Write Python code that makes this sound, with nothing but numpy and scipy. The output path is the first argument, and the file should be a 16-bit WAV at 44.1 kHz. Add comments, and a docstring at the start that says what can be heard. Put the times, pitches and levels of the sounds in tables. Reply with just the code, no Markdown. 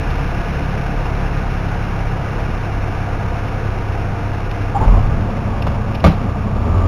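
"""Inside a light aircraft as it lands: engine and propeller orders throb, throttled back, under shaped air noise.
Fittings creak now and then. The main tyres chirp (rising sines and skid noise), the gear legs shudder
(decaying harmonics with scrub noise), the airframe rocks and tarmac rumble sets in. The nose comes down with
a loud knock (ringing panel modes, noise crack). Last, the nose wheel spins up into shimmy, rumble and whine.
The sound passes through an 8 kHz track that overloads on peaks."""
import sys
import numpy as np
from scipy import signal
from scipy.fft import rfft, irfft, next_fast_len
from scipy.io import wavfile

SR = 44100
rng = np.random.default_rng(int(sys.argv[2]) if len(sys.argv) > 2 else 0)


def output_pcm(signal):
    """Save a mono or channel-first signal as 16-bit PCM at the path in sys.argv[1].

    Samples are clipped to [-1, 1] before scaling.
    """
    pcm = np.clip(np.atleast_2d(signal).T, -1, 1) * 32767
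    wavfile.write(sys.argv[1], SR, np.round(pcm).astype(np.int16))


N = 303055
TIME_S = np.arange(N) / SR

# Shaft-locked lines: (multiple of crankshaft rate, relative rms level [dB])
ENGINE_ORDERS = [(.5, -26), (1, 2), (1.5, -27), (2, -2.5), (2.5, -15), (3.5, -21.5), (4, -11)]
PROPELLER_ORDERS = [(3, 0.5), (6, -16.5), (9, -23.5), (15, -23.5)]
EXHAUST_ORDERS = [(4, -5.5), (5, -0.5), (6, -14), (7, -24.5), (9, -20)]
# Noise spectra of air, tarmac, knock crack and rubbing fitting: (frequency [Hz], relative density [dB])
ROAR_SPECTRUM = [(10, 0), (20, -6), (45, 2.5), (80, -2), (125, 2), (180, -5), (240, -10), (360, -11),
                 (600, -14.5), (850, -13), (1100, -16), (1500, -25.5), (4000, -41)]
HISS_SPECTRUM = [(200, -20), (700, -8.5), (1100, -8), (1550, 1), (1870, -3), (2300, -1), (2780, -3),
                 (3100, -10), (3500, -11), (4000, -7.5)]
RUMBLE_SPECTRUM = [(12, -23), (35, -6.5), (65, 0.5), (130, -0.5), (165, -7.5), (210, -0.5), (320, -16),
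                   (560, -18), (1000, -23), (1300, -22), (1500, -40), (2400, -32.5), (4000, -39)]
CRACK_SPECTRUM = [(100, 11), (400, 1), (800, 1.5), (1020, -5), (1300, -2.5), (1850, -12.5), (2400, -8.5),
                  (3500, -13), (4000, -8.5)]
RUB_SPECTRUM = [(1500, -31), (2600, 4), (3300, -3), (4000, -3)]
# Spectra of airframe rocking, tyre skid and tyre scrub: (frequency [Hz], relative density [dB])
ROCKING_SPECTRUM = [(10, -10), (28, 7), (65, -6), (135, -4), (250, -30), (1500, -74)]
SKID_SPECTRUM = [(300, -26), (750, 3), (1100, 1), (1600, -14.5), (4000, -27)]
SCRUB_SPECTRUM = [(80, -27), (220, -4.5), (450, 3.0), (1100, -13), (1600, -18), (4000, -27.5)]
# Resonances of cabin and panels, gear legs and floor, fitting: (frequency [Hz], width [Hz], lift [dB])
CABIN_RESONANCES = [(217, 17, 2), (283, 23, 6), (355, 14, 4), (459, 43, 5.5), (515, 19, 4), (692, 113, 7),
                    (776, 16, 4.5), (844, 13, 2), (944, 30, 4), (1217, 110, 6.5), (1446, 130, 4.5),
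                    (1672, 47, 4.5), (2786, 78, 1.5), (3570, 33, 3.5)]
FLOOR_RESONANCES = [(269, 29, 1), (370, 27, 0), (435, 20, 7), (560, 27, 8.5), (697, 26, 9.5),
                    (903, 87, 8.5), (1123, 44, 8.5)]
FITTING_RESONANCES = [(2820, 190, 4), (3330, 250, 0)]
# Creaks of small fittings and tyre chirps: (time [s], length [s], level [dB])
CREAKS = [(.102, 0.013, -30), (4.507, 0.015, -30), (5.62, 0.011, -24.5), (5.943, 0.021, -27),
          (5.996, 0.019, -32)]
CHIRPS = [(4.745, 0.04, -16), (4.801, 0.058, -18.5), (4.877, 0.0055, -10.5), (4.906, 0.12, -23.5),
          (5.666, .012, -11)]
# Main leg shudders: (peak time [s], shakes per second [Hz], level [dB], T60 [s], scrub re shake [dB])
MAIN_STRIKES = [(4.818, 29, -13, 0.18, -13.5), (4.878, 42.5, -4.5, 0.69, -27)]
# Bumps through the gear legs, knocks in the cabin: (time [s], level [dB])
BUMPS = [(4.812, -19), (5.083, -18), (5.114, -5), (5.6, -14), (5.675, -11), (6.046, -4.5), (6.058, 1)]
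KNOCKS = [(5.668, -10), (6.0415, 6), (6.0605, 3.5)]
# Ringing modes of airframe and panels: (frequency [Hz], relative level [dB], T60 [s])
AIRFRAME_MODES = [(66.7, -1, 0.16), (119, -6, .1), (159.84, -10, 0.12), (201, -17, 0.113)]
PANEL_MODES = [(162, -17.5, 0.24), (198, -12.5, 0.16), (298, -19.5, 0.19), (420, -34, 0.12),
               (539, -14, 0.094), (676, -16, 0.048), (805, -24, 0.11), (890, -38, 0.078),
               (1179, -16.5, 0.11), (1436, -24, 0.079), (2187, -29, 0.13), (2380, -35, 0.092),
               (2400, -30, 0.09), (2860, -31, 0.078), (3490, -24.5, 0.048)]

# Crankshaft sinks exponentially towards idle
START_HZ, IDLE_HZ, RUN_DOWN_S = 35.6, 33.1, 2.6
# Level at idle, and its change at the starting speed
SHAKE_DB, SHAKE_POWER_DB = -29.5, 7
BLADE_DB, BLADE_POWER_DB = -24, -13.5
# Exhaust drone swells, holds and fades as the engine slows
DRONE_FROM_S, DRONE_DB, DRONE_ATTACK_S, DRONE_HOLD_S, DRONE_T60_S = -0.91, -31, 1.48, 1.42, 8.2
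# Main wheels meet the runway; later the nose wheel starts to spin up
TOUCHDOWN_S, NOSE_SPIN_FROM_S, NOSE_SPIN_UP_S = 4.745, 6.4, 0.17
# Air level at the start and its slope; the ground slope adds to the glide slope after touchdown
ROAR_DB, ROAR_GLIDE_DB_PER_S, ROAR_GROUND_DB_PER_S = -23, -0.1756, -2
HISS_DB, HISS_GLIDE_DB_PER_S, HISS_GROUND_DB_PER_S = -30, -0.7756, -1.5
# Main wheels rolling, extra while they skid, nose wheel at full speed
RUMBLE_DB, SKID_RUMBLE_DB, NOSE_RUMBLE_DB = -22.5, -25.5, -24.5
UNEVEN_DB, UNEVEN_HZ = 1.3, 15  # tarmac flutter
ROCKING_DB = -16
WHINE_HZ, WHINE_WIDTH_HZ, WHINE_DB, NOSE_WHINE_DB = 1186, 49, -42.5, -30
STRIKE_ATTACK_S = 0.025
# Nose leg shakes harder with a power of the wheel speed
NOSE_TURNS_HZ, SHIMMY_POWER, SHIMMY_DB, SHIMMY_SCRUB_DB = 49.66, 3.7, -16.5, -10.5
# Squeal at touchdown, then rising and fading as the main wheels spin up, leaving the rough skid
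SQUEAL_HZ, SQUEAL_RISE_HZ_PER_S, SQUEAL_FADE_DB_PER_S, SKID_DB = 760, 1300, -42, -6.5
# Each knock chatters in quick contacts; the loose part bounces and chatters again
CHATTER_S, CHATTER_LOSS_DB, BOUNCE_S, BOUNCE_LOSS_DB = 0.0063, 5, 0.036, 24
TRACK_RATE_HZ, CUTOFF_HZ = 8000, 15600


def from_db(db):
    """Decibels to amplitude gain."""
    return 10 ** (np.asarray(db) / 20)


def rms_one(x):
    """Scale to unit rms."""
    return x / np.sqrt(np.mean(x ** 2) + 1e-20)


def since(start_s):
    """Seconds elapsed from start_s; zero before."""
    return np.maximum(TIME_S - start_s, 0)


def envelope(start_s, attack_s, hold_s, t60_s):
    """Linear rise to 1, hold, exponential decay."""
    rise = np.minimum(since(start_s) / attack_s, 1)
    return rise * from_db(-60 * since(start_s + attack_s + hold_s) / t60_s)


def swell(start_s, length_s):
    """Half-sine arch of height 1."""
    out, start, size = np.zeros(N), int(start_s * SR), max(int(length_s * SR), 2)
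    out[start:start + size] = np.abs(np.sin(np.linspace(0, np.pi, size)))
    return out


def drift(rate_hz):
    """Slow noise of unit rms: two poles at rate_hz, run at SR / 40 and interpolated."""
    step = 40
    pole = np.exp(-2 * np.pi * rate_hz * step / SR)
    white = rng.standard_normal(N // step + 2002)
    slow = signal.lfilter([1], [1, -2 * pole, pole ** 2], white)[2000:]  # drop the filter's start
    return np.interp(np.arange(N) / step, np.arange(len(slow)), rms_one(slow))


def noise(spectrum, resonances=()):
    """Noise of unit rms with a broad spectrum, lifted at the resonances."""
    size = next_fast_len(N)
    bins_hz = np.maximum(np.arange(size // 2 + 1) * SR / size, 1)
    hz, db = np.transpose(spectrum)
    shape_db = np.interp(np.log(bins_hz), np.log(hz), db)
    for centre_hz, width_hz, lift_db in resonances:
        shape_db = shape_db + lift_db / (1 + (2 * (bins_hz - centre_hz) / width_hz) ** 2)
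    in_band = bins_hz < 0.55 * TRACK_RATE_HZ
    white = rfft(rng.standard_normal(size))
    return rms_one(irfft(white * from_db(shape_db) * in_band, size)[:N])


def ring(drive, hz, t60_s):
    """Two-pole resonator: a unit click rings as a decaying sine of height about 1."""
    pole, w = from_db(-60 / (t60_s * SR)), 2 * np.pi * hz / SR
    return signal.lfilter([0, np.sin(w)], [1, -2 * pole * np.cos(w), pole ** 2], drive + 1e-18)


def blows(events, scatter_db=0):
    """One click per event, with random scatter in strength."""
    time_s, db = np.transpose(events)
    clicks = np.zeros(N)
    strength_db = db + scatter_db * rng.standard_normal(len(time_s))
    clicks[np.round(time_s * SR).astype(int)] = from_db(strength_db)
    return clicks


def strike(events, modes, scatter_db):
    """Every blow excites each mode with its own strength; mode signs alternate."""
    out = np.zeros(N)
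    for k, (hz, db, t60_s) in enumerate(modes):
        out += (-1) ** k * from_db(db) * ring(blows(events, scatter_db), hz, t60_s)
    return out


def dying(events, t60_s):
    """Envelope that jumps at each blow and decays; blows add in power."""
    power_decay = from_db(-120 / (t60_s * SR))
    return np.sqrt(signal.lfilter([1], [1, -power_decay], blows(events) ** 2 + 1e-18))


def orders(angle, table, waver):
    """Shaft-locked lines, each wavering; phase grows with order squared, smearing the pulse of each turn."""
    out = np.zeros(N)
    for k, db in table:
        level = np.sqrt(2) * from_db(db) * (1 + waver * drift(11.2))
        phase = k * angle - 0.3 * k ** 2 + 0.57 * drift(0.97)
        out -= level * np.cos(phase)
    return out


def air(angle):
    """Air rush quietens in the glide, faster on the ground; exhaust beats modulate it slightly."""
    on_ground_s = since(TOUCHDOWN_S)
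    roar_db = ROAR_DB + ROAR_GLIDE_DB_PER_S * TIME_S + ROAR_GROUND_DB_PER_S * on_ground_s
    hiss_db = HISS_DB + HISS_GLIDE_DB_PER_S * TIME_S + HISS_GROUND_DB_PER_S * on_ground_s
    beat = np.cos(2 * angle)  # four cylinders fire twice a turn
    roar = from_db(roar_db + 0.38 * drift(24) + 0.27 * beat) * noise(ROAR_SPECTRUM, CABIN_RESONANCES)
    hiss = from_db(hiss_db + 0.66 * drift(35) + 0.2 * beat) * noise(HISS_SPECTRUM, CABIN_RESONANCES)
    return roar + hiss


def engine_and_air():
    """Engine, propeller and exhaust lines follow one slowing crankshaft, which also beats in the air rush."""
    power = np.exp(-TIME_S / RUN_DOWN_S)
    turns_hz = IDLE_HZ + (START_HZ - IDLE_HZ) * power
    angle = 2 * np.pi * np.cumsum(turns_hz * (1 + 0.00086 * drift(6.7))) / SR
    engine_gain = from_db(SHAKE_DB + SHAKE_POWER_DB * power)
    engine = engine_gain * orders(angle, ENGINE_ORDERS, waver=0.34)
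    propeller_gain = from_db(BLADE_DB + BLADE_POWER_DB * power ** 2)
    propeller = propeller_gain * orders(angle, PROPELLER_ORDERS, waver=0.11)
    drone = from_db(DRONE_DB) * envelope(DRONE_FROM_S, DRONE_ATTACK_S, DRONE_HOLD_S, DRONE_T60_S)
    exhaust = drone * orders(angle, EXHAUST_ORDERS, waver=0.13)
    return engine + propeller + exhaust + air(angle)


def creaks():
    """A fitting slips for some milliseconds as the cabin flexes: arched bursts of resonant noise."""
    bursts = sum(from_db(db) * swell(start_s, length_s) for start_s, length_s, db in CREAKS)
    return noise(RUB_SPECTRUM, FITTING_RESONANCES) * bursts


def nose_spin():
    """Nose wheel speed as a share of ground speed."""
    return 1 - np.exp(-since(NOSE_SPIN_FROM_S) / NOSE_SPIN_UP_S)


def rolling():
    """Uneven tarmac rumbles through the legs, the airframe rocks on its springs, spinning wheels whine."""
    main = np.minimum(since(TOUCHDOWN_S) / 0.067, 1)
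    skidding = envelope(TOUCHDOWN_S, attack_s=0.14, hold_s=0.096, t60_s=0.14)
    nose = nose_spin() ** SHIMMY_POWER
    load = from_db(RUMBLE_DB) * main + from_db(SKID_RUMBLE_DB) * skidding + from_db(NOSE_RUMBLE_DB) * nose
    flutter = from_db(UNEVEN_DB * drift(UNEVEN_HZ))
    rumble = load * flutter * noise(RUMBLE_SPECTRUM, FLOOR_RESONANCES)
    sway = envelope(TOUCHDOWN_S, attack_s=0.27, hold_s=0.19, t60_s=0.41)
    rocking = from_db(ROCKING_DB) * sway * noise(ROCKING_SPECTRUM)
    whine_t60_s = np.log(1000) / (np.pi * WHINE_WIDTH_HZ)
    whine = rms_one(ring(rng.standard_normal(N), WHINE_HZ, whine_t60_s))
    whine_gain = from_db(WHINE_DB) * main + from_db(NOSE_WHINE_DB) * nose
    return rumble + rocking + whine_gain * whine


def shudder(angle, second_db, third_db, scrub_db):
    """A wheel shakes its leg in three harmonics; tyre scrub noise peaks with the fundamental."""
    shake = np.cos(angle) + from_db(second_db) * np.cos(2 * angle) + from_db(third_db) * np.cos(3 * angle)
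    scrub = from_db(scrub_db + 3.1 * np.cos(angle)) * noise(SCRUB_SPECTRUM)
    return np.sqrt(2) * shake + scrub


def nose_gear():
    """The nose wheel shimmies faster and harder as it comes up to speed."""
    spin = nose_spin()
    angle = 2 * np.pi * np.cumsum(NOSE_TURNS_HZ * spin) / SR
    strength = from_db(SHIMMY_DB) * spin ** SHIMMY_POWER
    return strength * shudder(angle, second_db=6, third_db=-8.5, scrub_db=SHIMMY_SCRUB_DB)


def main_gear():
    """Each runway strike sets a main leg shuddering at a fixed rate, and the shudder dies away."""
    out = np.zeros(N)
    for peak_s, hz, db, t60_s, scrub_db in MAIN_STRIKES:
        strength = from_db(db) * envelope(peak_s - STRIKE_ATTACK_S, STRIKE_ATTACK_S, 0, t60_s)
        angle = 2 * np.pi * hz * (TIME_S - peak_s)
        out += strength * shudder(angle, second_db=-15, third_db=-24, scrub_db=scrub_db)
    return out


def chirps():
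    """Rubber sticks and slips: short rough squeals, higher as the wheels catch up with the ground."""
    age_s = since(TOUCHDOWN_S)
    hz = (SQUEAL_HZ + SQUEAL_RISE_HZ_PER_S * age_s) * (1 + 0.027 * drift(151))
    tone = np.sin(2 * np.pi * np.cumsum(hz) / SR)
    squeal = np.sqrt(2) * from_db(SQUEAL_FADE_DB_PER_S * age_s) * tone
    skid = from_db(SKID_DB) * noise(SKID_SPECTRUM)
    bursts = sum(from_db(db) * np.sqrt(swell(start_s, length_s)) for start_s, length_s, db in CHIRPS)
    return (squeal + skid) * bursts


def clatter(knocks, count):
    """Contacts as (time [s], level [dB]): count groups per knock, each of count touches."""
    contacts = []
    for knock_s, db in knocks:
        for bounce in range(count):
            for touch in range(count):
                touch_s = CHATTER_S * touch * (1 + 0.03 * rng.standard_normal())
                contact_db = db - BOUNCE_LOSS_DB * bounce - CHATTER_LOSS_DB * touch
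                contacts.append((knock_s + BOUNCE_S * bounce + touch_s, contact_db))
    return contacts


def impacts():
    """Bumps boom in airframe modes; knocks clatter in panel modes with a noise crack and short cabin tail."""
    contacts = clatter(KNOCKS, count=3)
    boom = strike(BUMPS, AIRFRAME_MODES, scatter_db=1)
    knock = strike(contacts, PANEL_MODES, scatter_db=1.5)
    crack_envelope = from_db(-10.5) * dying(contacts, t60_s=0.027)
    tail_envelope = from_db(-22.0) * dying(contacts, t60_s=0.39)
    return boom + knock + noise(CRACK_SPECTRUM) * (crack_envelope + tail_envelope)


def scene():
    """Sum of all sources, one channel."""
    background = engine_and_air() + creaks() + rolling()
    landing = nose_gear() + main_gear() + chirps() + impacts()
    return (background + landing)[None]


def record(dry):
    """8 kHz track saturates on peaks; straight-line playback mirrors faint treble above 4 kHz; short end fade."""
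    track = signal.resample_poly(dry[0], TRACK_RATE_HZ, int(SR), padtype="edge")
    track = track / (1 + track ** 8) ** (1 / 8)
    # Straight lines between samples, drawn at 4 * SR
    played = np.interp(np.arange(4 * N) / (4 * SR), np.arange(len(track)) / TRACK_RATE_HZ, track)
    played = signal.resample_poly(played, 1, 4, padtype="edge")
    played = played * np.minimum((TIME_S[-1] - TIME_S) / 0.005, 1)
    low_pass = signal.ellip(10, 0.2, 80, CUTOFF_HZ, fs=SR, output="sos")
    return signal.sosfilt(low_pass, played)[None]


dry = scene()
out = record(dry)
output_pcm(out)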